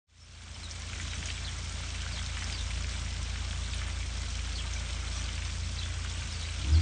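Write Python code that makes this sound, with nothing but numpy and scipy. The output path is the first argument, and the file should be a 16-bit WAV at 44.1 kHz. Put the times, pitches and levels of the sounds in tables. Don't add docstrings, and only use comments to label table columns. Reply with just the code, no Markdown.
import sys
import numpy as np
from scipy import signal
from scipy.fft import rfft, irfft
from scipy.io import wavfile
from scipy.ndimage import uniform_filter1d, map_coordinates

SR = 44100
rng = np.random.default_rng(int(sys.argv[2]) if len(sys.argv) > 2 else 0)


def dump_mix(stems):
    frames = np.atleast_2d(stems).T
    limited = np.clip(frames, -1, 1)
    pcm = np.round(limited * 32767).astype(np.int16)
    wavfile.write(sys.argv[1], SR, pcm)


N = 300699

# t/s, firing rate/Hz
ENGINE_SPEED = [(0, 28.3), (5.45, 28.36), (5.8, 28.88), (6.22, 28.64), (6.38, 27), (6.52, 27.84),
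                (6.64, 31.2), (6.69, 37.5), (6.76, 40.6), (6.81, 48.5)]


def undb(db):
    return 10 ** (np.asarray(db) / 20)


def unit(x):
    return x / np.sqrt(np.mean(x ** 2) + 1e-18)


def curve(rows):
    return np.interp(np.arange(N) / SR, *np.transpose(rows))


def colour(x, points):
    point_hz, point_db = np.transpose(points)
    f_hz = np.maximum(np.fft.rfftfreq(2 * N, 1 / SR), 1)
    gain_db = np.interp(np.log(f_hz), np.log(point_hz), point_db)
    return irfft(rfft(x, 2 * N) * undb(gain_db))[:N]


def ring(x, hz, width_hz):
    b, a = signal.iirpeak(hz, hz / width_hz, fs=SR)
    return signal.lfilter(b, a, x)


def ring_twice(x, hz, width_hz):
    return ring(ring(x, hz, width_hz), hz, width_hz)


def walk(knots_per_s):
    knots = rng.standard_normal(4096)
    position = np.arange(N) / SR * knots_per_s
    return unit(map_coordinates(knots, [position], order=2, mode="wrap"))


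def impacts(per_s, spread_db):
    count = int(per_s * N / SR)
    draws = rng.random((8192, 2))[:count]
    instants = (draws[:, 0] * N).astype(int)
    x = np.zeros(N)
    x[instants] = undb(-spread_db * np.log(np.maximum(draws[:, 1], .01)))
    return x


def decay(x, decay_s):
    keep = np.exp(-1 / (decay_s * SR))
    return signal.lfilter([1 - keep], [1, -keep], x)


def smear(x, wet_db=-9):
    envelope = np.sqrt(decay(x ** 2, .008))
    return x + undb(wet_db) * envelope * rng.standard_normal(N)


def surge(column):
    # t/s, length/s, splatter change/dB, spray change/dB
    gushes = [(.93, 0.18, 0, 0.5), (1.204, 0.17, 1, 2.5), (2.41, 0.17, 2.5, 1.5), (3.765, 0.19, 2.5, -2),
              (5.099, 0.14, .5, 3.5), (5.258, 0.17, 0.8, -1)]
    t = np.arange(N) / SR
    total_db = 0
    for row in gushes:
        progress = np.clip((t - row[0]) / row[1], 0, 1)
        total_db = total_db + row[column] * np.sin(np.pi * progress)
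    return total_db


def leak(drops_per_s_at_3khz=850, spread_db=2.0, clumps_per_s_per_band=20, clump_db=-3, flicker_db=1.35,
         drop_q=6, plink_db=-8, hiss_db=-1.5, splatter_db=-46, spray_db=-46.5, spray_flow_share=.4):
    # t/s, level change/dB
    flow = [(1.4, -0.5), (1.7, 0), (2.2, .5), (3.2, -0.1), (3.8, -0.5), (4.0, -1), (4.6, 0.5), (5.35, 0.2),
            (5.62, -1.5), (6.1, -0.15), (6.8, 1)]
    # f/Hz, gain/dB
    water_spectrum = [(210, -29.5), (350, -5), (522, -3.5), (607, -1), (757, -4), (1570, 0.5), (1830, -2),
                      (2250, 2), (2610, 0), (3210, 1.5), (4850, -4), (5490, -1.5), (8540, -8), (9020, -8),
                      (9400, -77.5), (12200, -54.5), (20700, -120)]
    pitches_hz = np.geomspace(400, 9000, num=24)
    clumps = np.array([decay(impacts(clumps_per_s_per_band, 2.4), .0025) for _ in pitches_hz])
    clumps = uniform_filter1d(clumps, size=7, axis=0)
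    bubbles = 0
    for hz, clump in zip(pitches_hz, clumps):
        drops_per_s = drops_per_s_at_3khz * (hz / 3000) ** .5
        drops = ring(impacts(drops_per_s, spread_db), hz, hz / drop_q)
        plinks = ring(impacts(6, 2.2), hz, hz / 65)
        clump_share = undb(clump_db - 2 * np.log2(hz / 2400) ** 2)
        stir = (1 + clump_share * unit(clump)) * undb(flicker_db * walk(30))
        bubbles = bubbles + np.sqrt(hz) * (unit(drops * stir) + undb(plink_db) * unit(plinks))
    jet_flutter = undb(0.37 * walk(130))
    wet_bubbles = unit(smear(bubbles * jet_flutter))
    hiss = undb(hiss_db) * rng.standard_normal(N)
    water = colour(wet_bubbles + hiss, water_spectrum)
    splatter = colour(water, [(3000, 0), (5000, -20), (9000, -50)])
    spray = water - splatter
    flow_db = curve(flow)
    splatter_gain = undb(splatter_db + flow_db + surge(column=2))
    spray_gain = undb(spray_db + spray_flow_share * flow_db + surge(column=3))
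    return unit(splatter) * splatter_gain + unit(spray) * spray_gain


def diesel(scatter_db=1.5, reference_hz=28.9, rev_db_per_octave=13, boom_hz=82, boom_half_width_hz=7.5, boom_db=11.5):
    # f/Hz, width of each pass/Hz, relative gain/dB
    resonances = [(57.6, 17.6, 4), (79.4, 21.6, 5), (117, 23, -20), (140, 36, -17), (198, 19, -22.5),
                  (227.9, 12, -20), (296.3, 49, -31)]
    # t/s, gain/dB
    depth = [(.3, -5), (1.2, -1.5), (2.2, 0), (5, 4.5), (5.8, -4), (6.5, -2)]
    # t/s, level/dB
    throb = [(1, -39), (3.4, -34.5), (5.6, -35.5), (6.3, -36.5)]
    speed_hz = curve(ENGINE_SPEED)
    firings = np.diff(np.floor(np.cumsum(speed_hz) / SR), prepend=0)
    puffs = firings * undb(scatter_db * walk(28))
    modes = []
    for k, (hz, width_hz, db) in enumerate(resonances):
        polarity = (-1) ** k
        modes.append(polarity * undb(db) * ring_twice(puffs, hz, width_hz))
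    pipe = modes[0] * undb(curve(depth)) + sum(modes[1:])
    running_rms = np.sqrt(uniform_filter1d(pipe ** 2, SR // 14) + 1e-14)
    effort_db = rev_db_per_octave * np.log2(speed_hz / reference_hz)
    boom_gain_db = boom_db / (1 + ((2 * speed_hz - boom_hz) / boom_half_width_hz) ** 2)
    booming_pipe = pipe + (undb(boom_gain_db) - 1) * modes[1]
    return booming_pipe / running_rms * undb(curve(throb) + effort_db)


def churn(level_db=-47.5, surge_db=0.8):
    # f/Hz, gain/dB
    churn_spectrum = [(20, -5), (35, -10), (48, -3), (70, 3), (105, 0.5), (140, -1), (200, -5.5),
                      (290, -10), (400, -19.5), (700, -40)]
    tumble = unit(colour(rng.standard_normal(N), churn_spectrum))
    return tumble * undb(level_db + surge_db * walk(9))


def echo(x, t60_s, wet_db):
    t = np.arange(SR // 2) / SR
    tail = rng.standard_normal(len(t)) * undb(-60 * t / t60_s) * (t > .004)
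    tail = tail / np.linalg.norm(tail)
    return x + undb(wet_db) * signal.fftconvolve(x, tail)[:N]


def birds():
    # t/s, length/s, start f/Hz, end f/Hz, level/dB
    chirps = [(.195, .049, 5480, 5300, -44), (0.628, .045, 4190, 3650, -40.5),
              (1.093, .037, 3850, 3870, -46), (1.44, 0.072, 4200, 2950, -43.5),
              (2.116, 0.089, 4803, 3290, -43), (2.511, .13, 4930, 3455, -44),
              (4.547, 0.074, 4640, 2840, -41.5), (5.162, 0.022, 5640, 5800, -47),
              (5.767, 0.076, 4610, 3050, -43), (5.828, 0.042, 3440, 3460, -43.5),
              (6.313, 0.054, 5220, 4500, -45.5), (6.381, 0.075, 4690, 3740, -46),
              (6.457, 0.02, 4600, 4700, -48), (6.721, 0.06, 5130, 4120, -42.5),
              (6.792, .028, 4750, 4650, -46)]
    out = np.zeros(N)
    pitch_wander = 1 + .055 * walk(400)
    flutter = undb(3.3 * walk(120))
    for start_s, length_s, start_hz, end_hz, db in chirps:
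        span = np.arange(int(start_s * SR), min(int((start_s + length_s) * SR), N))
        u = (span - span[0]) / (length_s * SR)
        slur = (1 - np.cos(np.pi * u)) / 2
        buzz = .25 + 2.8 * abs(np.log(end_hz / start_hz)) * np.sin(np.pi * u)
        hz = start_hz * (end_hz / start_hz) ** slur * pitch_wander[span] ** buzz
        shape = unit(signal.windows.tukey(len(span), .3) * flutter[span])
        whistle = np.sin(2 * np.pi * np.cumsum(hz) / SR)
        out[span] += undb(db) * shape * whistle
    return echo(out, t60_s=.16, wet_db=-7)


def splats(trim_db=-1, slap_s=.0022, attack_s=.00027, crack_db=-23, spatter_db=-13, spatter_s=.014,
           bubble_db=-13, bubble_cycles=22, rise_per_s=3):
    # t/s, level before trim/dB, centre f/Hz
    splat_rows = [(0.7108, -27.5, 5310), (0.9316, -30, 2230), (0.9986, -28, 1980), (1.1332, -30, 2390),
                  (1.2276, -31.5, 2200), (1.257, -28.5, 6110), (1.2852, -29.5, 1880), (1.3012, -26, 2900),
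                  (2.0632, -30.5, 1598), (2.2613, -29, 4120), (2.3697, -26.5, 1900), (2.4219, -29, 1690),
                  (2.4422, -29.5, 5360), (2.4987, -31.5, 2470), (2.7044, -31, 2300), (2.8435, -29, 2080),
                  (2.8935, -33, 4100), (3.3576, -32.5, 2200), (3.5089, -31, 3130), (3.7344, -28, 3080),
                  (3.8156, -30, 1750), (4.7353, -30, 5690), (5.2896, -31, 2280), (5.379, -32, 2280),
                  (5.4216, -29.5, 2223), (6.0475, -32, 1455)]
    out, t = np.zeros(N + SR), np.arange(SR // 12) / SR
    for start_s, db, hz in splat_rows:
        slap = rng.standard_normal(len(t)) * np.exp(-t / slap_s) * (1 - np.exp(-t / attack_s))
        sparse_noise = rng.standard_normal(len(t)) * (rng.random(len(t)) < 1500 / SR)
        droplets = unit(sparse_noise) * np.exp(-t / spatter_s)
        crack = slap + undb(spatter_db) * droplets
        splat = ring_twice(crack, hz, min(.8 * hz, 2000)) + undb(crack_db) * crack
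        crest = 2.2 * np.std(splat[t < .004])
        bubble_phase = 2 * np.pi * hz * t * (1 + rise_per_s * t / 2)
        bubble = np.exp(-t * hz / bubble_cycles) * np.sin(bubble_phase)
        start = int(start_s * SR)
        out[start:][:len(t)] += undb(db + trim_db) * (splat / crest + undb(bubble_db) * bubble)
    return out[:N]


def gulps(swell_s=0.039):
    # t/s, f/Hz, peak level/dB
    gulp_rows = [(2.4, 48, -46), (2.583, 47.6, -38), (2.7, 59, -41), (3.18, 43.4, -48), (4.0, 43.9, -45)]
    out, t = np.zeros(N + SR), np.arange(SR // 3) / SR
    shape = t / swell_s * np.exp(1 - t / swell_s)
    for start_s, hz, db in gulp_rows:
        start = int(start_s * SR)
        out[start:][:len(t)] += undb(db) * shape * np.sin(2 * np.pi * hz * t)
    return out[:N]


def hull(full_db=-42.5, onset_hz=28.8, full_hz=31.8):
    # f/Hz, width of each pass/Hz, relative gain/dB
    hull_modes = [(151, 36, 1.5), (268, 34, -4.5), (322, 28, -2)]
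    shake = rng.standard_normal(N)
    drone = sum(undb(db) * ring_twice(shake, hz, width_hz) for hz, width_hz, db in hull_modes)
    load = np.clip((curve(ENGINE_SPEED) - onset_hz) / (full_hz - onset_hz), 0, 1)
    return unit(drone) * load * undb(full_db)


def scene():
    return (leak() + splats() + gulps() + diesel() + hull() + churn() + birds())[None]


def record(dry, fade_start_s=0.068, fade_s=0.95, top_hz=9330):
    fade = np.clip((np.arange(N) / SR - fade_start_s) / fade_s, 0, 1)
    low_pass = signal.ellip(12, .2, 80, top_hz, fs=SR, output="sos")
    return signal.sosfilt(low_pass, dry * fade)


dry = scene()
out = record(dry)
dump_mix(out)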